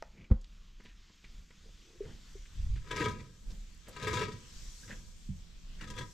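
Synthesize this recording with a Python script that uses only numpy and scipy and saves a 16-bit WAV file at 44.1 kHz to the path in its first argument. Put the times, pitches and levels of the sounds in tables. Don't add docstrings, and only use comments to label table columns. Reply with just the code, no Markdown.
import sys
import numpy as np
from scipy import signal
from scipy.fft import rfft, irfft, next_fast_len
from scipy.io import wavfile
from scipy.ndimage import uniform_filter1d, map_coordinates

SR = 44100
rng = np.random.default_rng(int(sys.argv[2]) if len(sys.argv) > 2 else 0)


def wav_out(sig):
    wavfile.write(sys.argv[1], SR, np.round(np.clip(np.atleast_2d(sig).T, -1, 1) * 32767).astype(np.int16))


N = 270333

# (time [s], level [dB])
WIND_LEVELS = [(0, -54.5), (.75, -56.5), (1.7, -55), (2.15, -49), (2.9, -49.5), (3.7, -48), (4.45, -53.5),
               (5.3, -49), (6.13, -47.5)]
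RUSTLE_LEVELS = [(0, -68), (.36, -71), (.55, -67.5), (1.0, -64.5), (1.6, -63.5), (2.4, -62), (2.8, -63.5),
                 (3.45, -68), (3.9, -63), (4.65, -60), (5.05, -68.5), (5.7, -62), (6.13, -69)]
HISS_LEVELS = [(0, -100), (1, -76), (2.3, -65), (3.25, -67), (3.65, -67.5), (4.3, -64.5), (4.55, -57.5),
               (4.8, -53), (5.05, -61.5), (5.25, -63), (5.55, -73), (6.13, -60.5)]
# (time of full force [s], hold [s], level [dB])
GUSTS = [(2.605, 0.16, -33.5)]
# (frequency [Hz], level [dB])
WIND_COLOUR = [(15, -5), (30, 7), (45, -4), (70, -10.5), (120, -19.5), (190, -15.5), (300, -34),
               (500, -36.5), (900, -44)]
RUSTLE_COLOUR = [(300, 3), (650, -15.5), (1100, -3), (1700, -2), (2900, 0.5), (3300, 3), (3800, 0),
                 (7000, -5.5), (9500, -32), (14000, -10.5)]
HISS_COLOUR = [(1000, -15), (2000, -14), (3100, -9), (5800, 2.5), (7800, 0.5), (9500, -3), (14000, -4.5),
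               (15500, -40)]
GUST_COLOUR = [(15, 2.5), (35, 4.5), (75, 1.5), (120, -8.5), (200, -22.5), (500, -83)]
# (time [s], level [dB])
CLACKS = [(0.0243, -29.5)]
# (pitch [Hz], level [dB], t60 [s]); t60 is the time a sound takes to fade by 60 dB
STONE_MODES = [(654, -0.5, 0.017), (840, -4.5, 0.019), (1290, 0.5, 0.0086), (1850, -6, 0.012),
               (2470, -17.5, 0.017), (5470, 8.5, 0.0016)]
LANDING_MODES = [(197.4, -17.5, 0.092), (112, -21, 0.035), (259, -26, 0.071), (420, -32, 0.043),
                 (503, -34, 0.072), (1096, -42.5, 0.057), (1210, -37.5, 0.026)]
THUD_MODES = [(61.3, -5, 0.077), (33.5, -32, 0.75)]
THUMP_MODES = [(148.7, -25, 0.12), (187.6, -31, 0.2), (80, -33.5, 0.3)]
# (middle [s], level [dB], pitch [Hz], width [octaves], length [s], rumble [dB])
RUBS = [(0.207, -68, 2310, .36, 0.21, -54.5), (0.885, -71, 1800, .2, 0.16, -65.5),
        (1.667, -72.5, 436, .36, 0.13, -69), (1.92, -66.5, 370, .36, 0.31, -87),
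        (2.09, -68, 1860, .36, 0.25, -56), (3.051, -43.5, 3230, .2, 0.045, -60),
        (3.90, -58.5, 540, .4, 0.11, -66), (3.935, -61, 4400, 1, 0.073, -64),
        (4.84, -60, 1590, .18, .05, -56.5), (4.907, -56.5, 2000, 1.2, .09, -54),
        (4.92, -54, 1740, .22, 0.08, -54), (4.925, -62.5, 520, .2, 0.13, -67),
        (5.83, -56.5, 1800, .3, 0.12, -55)]
# (time [s], level [dB], t60 [s])
MORTAR_CRUNCHES = [(0.302, -40, 0.07), (0.314, -27, 0.055), (2.059, -45.5, 0.45)]
# (time [s], level [dB], pitch [Hz], t60 [s], knock relative to click [dB])
CRUMB_CLICKS = [(0.3136, -48, 2220, 0.034, -8), (0.412, -57.5, 6500, 0.049, -20),
                (0.444, -48, 3600, 0.019, -16), (0.800, -51.5, 1730, 0.13, 1),
                (0.838, -53, 10000, 0.049, -23), (0.849, -47, 2430, 0.2, 1), (1.097, -60, 1120, 0.028, 7),
                (1.158, -55, 11000, 0.015, -20), (1.2413, -45, 2110, 0.07, -11),
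                (1.505, -48, 1900, 0.025, -5), (2.455, -49, 2220, 0.084, -24),
                (2.7587, -44, 1820, 0.11, -4), (3.503, -45, 4600, 0.1, -4), (3.702, -49, 10500, 0.012, -14),
                (3.746, -48, 9150, 0.025, -22), (3.7744, -48, 8500, 0.039, -25),
                (3.870, -47.5, 1680, 0.093, -5), (3.883, -35.5, 10900, 0.13, -12),
                (5.901, -42, 10500, 0.04, -28), (5.99, -46, 11000, 0.05, -23)]
# (pitch [Hz], width [Hz], level while loose [dB], level once seated [dB])
BLOCK_MODES = [(335, 50, -7, -10), (424, 16, 3.5, -9), (490, 32, -2.5, 2), (612, 22, -9.5, -25),
               (986, 13, 6, 6.5), (1264, 26, -3.5, -1), (1298, 20, -6, -6), (1587, 36, -7, -12),
               (1635, 32, -6.5, 3), (1672, 28, -4.5, -4), (1889, 30, -2.5, 0), (2020, 70, -12, -3),
               (2172, 45, -5, -11), (2274, 45, -6, -13), (2380, 70, -12, -18), (2691, 34, -7, -12),
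               (2900, 18, -13, -14), (3210, 34, -8, 1), (3410, 60, -13, -3), (3590, 120, -16, -11),
               (3733, 24, -11, -14), (3870, 130, -17, -22), (4030, 40, -21, -8), (4500, 130, -16, -13),
               (4840, 60, -19, -20), (5660, 70, -17, -8), (6740, 80, -19, -16)]
# (time [s], level [dB], pitch [Hz], t60 [s], left minus right [dB])
ROCKING_KNOCKS = [(2.005, -26.5, 409, 0.067, 2), (2.031, -40, 439, 0.076, 4), (2.048, -43, 470, 0.059, 2),
                  (2.352, -38, 398, 0.048, 3), (3.004, -19.5, 316, 0.047, 1), (3.014, -26, 462, 0.043, 2),
                  (4.068, -29, 426, 0.26, 1.5), (4.205, -36, 425.3, 0.26, 1), (4.283, -35, 427, 0.086, 3)]
# (time [s], sand [dB], ring [dB], sand pitch [Hz], hold [s])
BLOCK_SLIPS = [(2.871, -52, -51, 2220, 0.018), (2.907, -41, -29, 2220, 0.011),
               (2.925, -48, -30.5, 2030, 0.0044), (2.96, -39.5, -31, 2930, 0.011),
               (2.976, -46, -25.5, 3830, 0.0043), (3.004, -42, -26.5, 2000, 0.0052),
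               (3.015, -42, -25, 3900, .006), (3.035, -45, -33, 3750, 0.0083),
               (3.057, -53, -24, 1400, 0.0066), (3.081, -45.5, -32, 4200, 0.0056),
               (3.105, -49, -44, 5000, 0.0066), (3.186, -57.5, -53, 2030, 0.02),
               (3.962, -45, -39.5, 1810, 0.0047), (4.011, -54, -41, 1990, .01),
               (4.025, -40, -42, 3620, .005), (4.066, -50, -33, 1670, .006), (4.069, -33, -25, 2270, .014),
               (4.095, -55, -39, 2300, .004), (4.13, -33.5, -27.5, 2600, .004),
               (4.137, -35.5, -35, 3900, 0.0081), (4.162, -39, -46, 4960, .004),
               (4.17, -36, -23.5, 2500, 0.0083), (4.188, -40.5, -40, 3400, 0.0051),
               (4.212, -40, -27.5, 2400, 0.0036), (4.227, -43.5, -26, 2600, 0.019),
               (4.28, -48, -38, 3320, 0.0052), (4.316, -50, -42.5, 3580, 0.0097),
               (5.808, -45, -55, 1940, 0.0056), (5.824, -50.5, -62, 1800, 0.013),
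               (5.84, -47.5, -48, 3000, 0.0016), (5.873, -52.5, -42, 3580, 0.011),
               (5.9, -43, -37, 3830, 0.0044), (5.963, -49, -44, 3600, .004), (5.976, -48, -43, 2400, .006),
               (5.984, -44, -34.5, 4240, 0.0096), (6.006, -51, -34, 3000, 0.01)]
# (time of full force [s], hold [s], friction [dB], weight on the wall [dB])
SHOVES = [(2.999, 0.061, -43, -34), (4.057, 0.16, -44, -37), (4.899, 0.013, -68, -47.5),
          (5.987, 0.02, -50.5, -57)]
# (frequency [Hz], level [dB])
MORTAR_COLOUR = [(60, 6), (200, 8), (450, -8.5), (750, -15), (1100, -17), (1700, -22.5), (2700, -32),
                 (4000, -63), (9000, -47)]
SAND_COLOUR = [(300, 9), (750, -37), (1100, 14.5), (2000, -18), (3500, -14), (5000, -10), (7500, -2),
               (10000, 6.5), (14000, -3.5)]
WALL_COLOUR = [(25, -34), (60, 5), (105, 8), (165, 7), (260, -3.5), (400, -10), (520, -9.5), (700, -29),
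               (1500, -77)]
FORCE_COLOUR = [(400, 1.5), (1000, 2), (3000, 2.5), (10000, 1)]
CONCRETE_COLOUR = [(750, -2.5), (1100, 2.5), (2700, -2), (3050, -6.5), (3400, 0.5), (3850, -2),
                   (4250, -4.5), (4600, -2.5)]
# (frequency [Hz], likeness [1 = the same])
AIR_LIKENESS = [(60, 0.9), (300, 0.53), (1400, 0.42), (7000, 0.29), (12000, 0.63)]
BLOCK_LIKENESS = [(300, .98), (1400, .94), (3000, .75), (7000, .5), (11000, -.1)]
# (frequency [Hz], left minus right [dB])
AIR_BALANCE = [(60, -1.5), (400, -4.5), (1500, 1.7), (7000, 2), (11000, 9)]
BLOCK_BALANCE = [(100, -1.5), (400, 0), (1100, 6), (2500, 7.5), (5000, 5), (8000, 6), (11000, 15)]
# (frequency [Hz], t60 [s])
YARD_DECAY = [(100, 0.14), (1000, 0.32), (8000, 0.093)]
# (time [s], width [0 = mono])
STEREO_WIDTH = [(.9, 0.0085), (2.9, 0.81), (4.2, 0.95), (6.13, 0.98)]
# (frequency [Hz], level [dB])
MIC_TREBLE = [(7700, 0), (9600, -12)]

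SEATED_S = 4.6


def amp(db):
    return 10 ** (np.asarray(db) / 20)


def unit(x):
    return x / np.sqrt(np.mean(x ** 2) + 1e-20)


def along(points, hz):
    freqs, values = np.transpose(points)
    return np.interp(np.log(hz + 1), np.log(freqs + 1), values)


def curve(rows):
    return np.interp(np.arange(N) / SR, *np.transpose(rows))


def wobble(rate):
    return map_coordinates(rng.standard_normal(int(N * rate / SR) + 4), [np.arange(N) * rate / SR])


def swell(s, hold, rise, fall):
    t = np.arange(N) / SR
    return amp(-rise * np.maximum(s - t, 0) - fall * np.maximum(t - s - hold, 0))


def fade(t60, attack):
    t = np.arange(SR // 2) / SR
    return np.exp(-np.log(1000) * t / t60) * (1 - np.exp(-t / attack))


def ring(modes, attack=0.0021):
    t = np.arange(SR // 2) / SR
    tones = sum(amp(db) * np.sin(2 * np.pi * hz * t) * fade(t60, attack) for hz, db, t60 in modes)
    return tones * (1 - np.exp(-t / attack))


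def add(track, s, sound):
    part = track[..., round(s * SR):][..., :sound.shape[-1]]
    part += sound[..., :part.shape[-1]]


def filtered(x, response):
    size = next_fast_len(N + SR // 2)
    return irfft(rfft(x, size) * response(np.fft.rfftfreq(size, 1 / SR)), size)[..., :N]


def noise(colour, likeness):
    def gains(hz):
        angle = np.arccos(np.clip(along(likeness, hz), -1, 1)) / 2
        return amp(along(colour, hz)) * [np.cos(angle), np.sin(angle)]
    mid, side = filtered(rng.standard_normal((2, N)), gains)
    return unit(np.array([mid + side, mid - side]))


def grainy(size, centre_hz, octaves, rough_db):
    white = rng.standard_normal(size)
    jumps = map_coordinates(rng.standard_normal(size // 40 + 2), [np.arange(size) / 40])
    grains = white * amp(rough_db * jumps)
    distance = np.log2((np.fft.rfftfreq(size, 1 / SR) + 1) / centre_hz) / (octaves / 2)
    return unit(irfft(rfft(grains) / (1 + distance ** 2), size))


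def placed(x, balance):
    def gains(hz):
        pair = amp(np.outer([.5, -.5], along(balance, hz)))
        return pair / np.sqrt(np.mean(pair ** 2, axis=0))
    return filtered(x, gains)


def wind():
    rumble = amp(curve(WIND_LEVELS) + 3.18 * wobble(8)) * noise(WIND_COLOUR, AIR_LIKENESS)
    gust = sum(amp(db) * swell(s, hold, rise=255, fall=150) for s, hold, db in GUSTS)
    return rumble + gust * noise(GUST_COLOUR, AIR_LIKENESS)


def background(patch_db=1.6):
    rustle = amp(curve(RUSTLE_LEVELS) + 1.1 * wobble(13)) * noise(RUSTLE_COLOUR, AIR_LIKENESS)
    hiss = amp(curve(HISS_LEVELS) + 0.5 * wobble(23)) * noise(HISS_COLOUR, AIR_LIKENESS)
    bands = signal.stft(rustle + hiss, nperseg=512)[2]
    patches = uniform_filter1d(rng.standard_normal(bands.shape[1:]), size=8, axis=0)
    patches = uniform_filter1d(patches, size=14, axis=1)
    return signal.istft(bands * amp(patch_db * unit(patches)), nperseg=512)[1][:, :N]


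def stone_clack():
    out = np.zeros(N)
    for s, db in CLACKS:
        crack = amp(-18.5) * rng.standard_normal(SR // 2) * fade(t60=0.011, attack=0.0003)
        add(out, s, amp(db) * (ring(STONE_MODES, attack=0.0003) + crack))
    return out


def scuffs(catch_db=3.5):
    out, press = np.zeros((2, N))
    t = np.arange(SR // 2) / SR
    for s, db, centre_hz, octaves, length, rumble_db in RUBS:
        start = max(s - length / 2, 0)
        stroke = np.sin(np.pi * np.minimum(t / length, 1)) ** 2
        rub = grainy(len(t), centre_hz, octaves, rough_db=-0.5)
        sand = amp(-5.5) * grainy(len(t), centre_hz, octaves=1.1, rough_db=-10)
        catching = amp(catch_db * wobble(131)[:len(t)])
        add(out, start, amp(db) * stroke * (rub + sand) * catching)
        add(press, start, amp(rumble_db) * stroke)
    return out + press * noise(MORTAR_COLOUR, AIR_LIKENESS)


def crunches():
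    squeeze = np.zeros(N)
    for s, db, t60 in MORTAR_CRUNCHES:
        add(squeeze, s, amp(db) * fade(t60, attack=0.00044))
    return squeeze * noise(MORTAR_COLOUR, AIR_LIKENESS)


def landing(time_s=0.3095, weight_lag_s=0.0034):
    out = np.zeros(N)
    add(out, time_s, ring(LANDING_MODES))
    add(out, time_s + weight_lag_s, ring(THUD_MODES))
    return out


def crumb(hz, t60):
    size = SR // 12
    tick = grainy(size, hz, octaves=1.12, rough_db=5.5) * fade(t60, attack=0.00027)[:size]
    return tick / np.abs(tick).max()


def block_modes(seated):
    hz, width, loose_db, seated_db = np.transpose(BLOCK_MODES)[:, :, None]
    return hz, width, seated_db if seated else loose_db


def struck_block(seated, scatter_db=3, detune=0.002):
    hz, width, db = block_modes(seated)
    luck, phase, drift = rng.standard_normal((3, len(BLOCK_MODES), 1))
    t = np.arange(SR // 4) / SR
    gain = amp(db + scatter_db * luck) * width
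    pitch = hz * (1 + detune * drift)
    tones = gain * np.sin(2 * np.pi * (pitch * t + phase)) * np.exp(-np.pi * width * t)
    onset = 1 - np.exp(-t / 0.0054)
    return tones.sum(axis=0) * onset / np.sqrt(np.sum(gain ** 2) / 2)


def clicks(ring_db=-8.5):
    ticks, knocks = np.zeros((2, N))
    for s, db, hz, t60, knock_db in CRUMB_CLICKS:
        add(ticks, s, amp(db) * crumb(hz, t60))
        add(ticks, s, amp(db + knock_db + ring_db) * struck_block(s > SEATED_S))
        add(knocks, s, amp(db + knock_db) * fade(t60=0.057, attack=0.00044))
    return ticks + knocks * noise(MORTAR_COLOUR, AIR_LIKENESS)


def rocking():
    out = np.zeros((2, N))
    for s, db, hz, t60, side_db in ROCKING_KNOCKS:
        add(out, s, amp([[side_db / 2], [-side_db / 2]]) * ring([(hz, db, t60)]))
    return out


def crushed_sand(hz, hold, attack=0.0024, t60=0.048, trail_s=0.022):
    size = SR // 2
    t = np.arange(size) / SR
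    jerk = (1 - np.exp(-t / attack)) * np.exp(-np.log(1000) * np.maximum(t - hold, 0) / t60)
    crush = grainy(size, hz, octaves=2.14, rough_db=6.5) * jerk
    splinters = grainy(size, centre_hz=8800, octaves=1, rough_db=7) * jerk
    shared, own = rng.standard_normal(size), rng.standard_normal((2, size))
    weak_modes = (shared + amp(-3) * own) * fade(t60=0.05, attack=0.0002)
    weak_modes /= np.linalg.norm(weak_modes[0])
    grit = amp(-3) * crush + signal.fftconvolve(crush[None], weak_modes)[:, :size]
    for wait, luck in zip(rng.exponential(size=4), rng.standard_normal(4)):
        crumb_hz = 1.28 * hz * 2 ** (0.7 * luck)
        add(grit, trail_s * wait, amp(0.5) * np.exp(-wait / 2) * crumb(crumb_hz, t60=0.011))
    return grit + amp(-14) * splinters


def slips(shake_db=-43.5):
    out, shake = np.zeros((2, N)), np.zeros(N)
    for s, sand_db, ring_db, sand_hz, hold in BLOCK_SLIPS:
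        add(out, s, amp(sand_db) * crushed_sand(sand_hz, hold))
        add(out, s, amp(ring_db) * struck_block(s > SEATED_S))
        add(shake, s, amp(shake_db) * fade(t60=0.25, attack=0.015))
    return out + shake * noise(WALL_COLOUR, BLOCK_LIKENESS)


def rubbed_block(force, seated):
    def gains(hz):
        response = sum(amp(db) * 1j * hz * width / (pitch ** 2 - hz ** 2 + 1j * hz * width)
                       for pitch, width, db in zip(*block_modes(seated)))
        return response / np.sqrt(np.mean(np.abs(response) ** 2))
    return filtered(force, gains)


def sliding():
    slide = sum(amp(db) * swell(s, hold, rise=160, fall=228) for s, hold, db, _ in SHOVES)
    weight = sum(amp(db) * swell(s, hold, rise=154, fall=81) for s, hold, _, db in SHOVES)
    friction = slide * unit(amp(4.1 * wobble(900) + 2.2 * wobble(110)))
    grit = amp(-7) * friction * noise(SAND_COLOUR, BLOCK_LIKENESS)
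    force = (amp(1.5) * friction + amp(-16) * weight) * noise(FORCE_COLOUR, BLOCK_LIKENESS)
    seated = np.arange(N) / SR > SEATED_S
    ringing = rubbed_block(force * ~seated, False) + rubbed_block(force * seated, True)
    rumble = amp(-1.5) * weight * noise(WALL_COLOUR, BLOCK_LIKENESS)
    return grit + ringing + rumble


def thump(time_s=5.289):
    out = np.zeros((2, N))
    add(out, time_s, amp([[-2], [2]]) * ring(THUMP_MODES, attack=0.0035))
    return out


def yard_echo(x):
    hz, t, bands = signal.stft(rng.standard_normal((2, SR // 2)), SR, nperseg=256)
    decay = np.exp(-np.log(1000) * t / along(YARD_DECAY, hz)[:, None])
    tail = signal.istft(bands * decay, SR, nperseg=256)[1]
    return signal.fftconvolve(x, tail / np.linalg.norm(tail[0]), axes=1)[:, :N]


def scene():
    scrapes = filtered(sliding() + slips(), lambda hz: amp(along(CONCRETE_COLOUR, hz)))
    work = placed(scrapes, BLOCK_BALANCE) + scuffs() + crunches() + stone_clack() + clicks()
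    work += landing() + rocking() + thump()
    return work + amp(-11.5) * yard_echo(work) + placed(background() + wind(), AIR_BALANCE)


def record(dry, top_hz=14600):
    mid = dry.mean(axis=0)
    widened = mid + curve(STEREO_WIDTH) * (dry - mid)
    return filtered(widened, lambda hz: amp(along(MIC_TREBLE, hz)) * (hz < top_hz))


dry = scene()
out = record(dry)
wav_out(out)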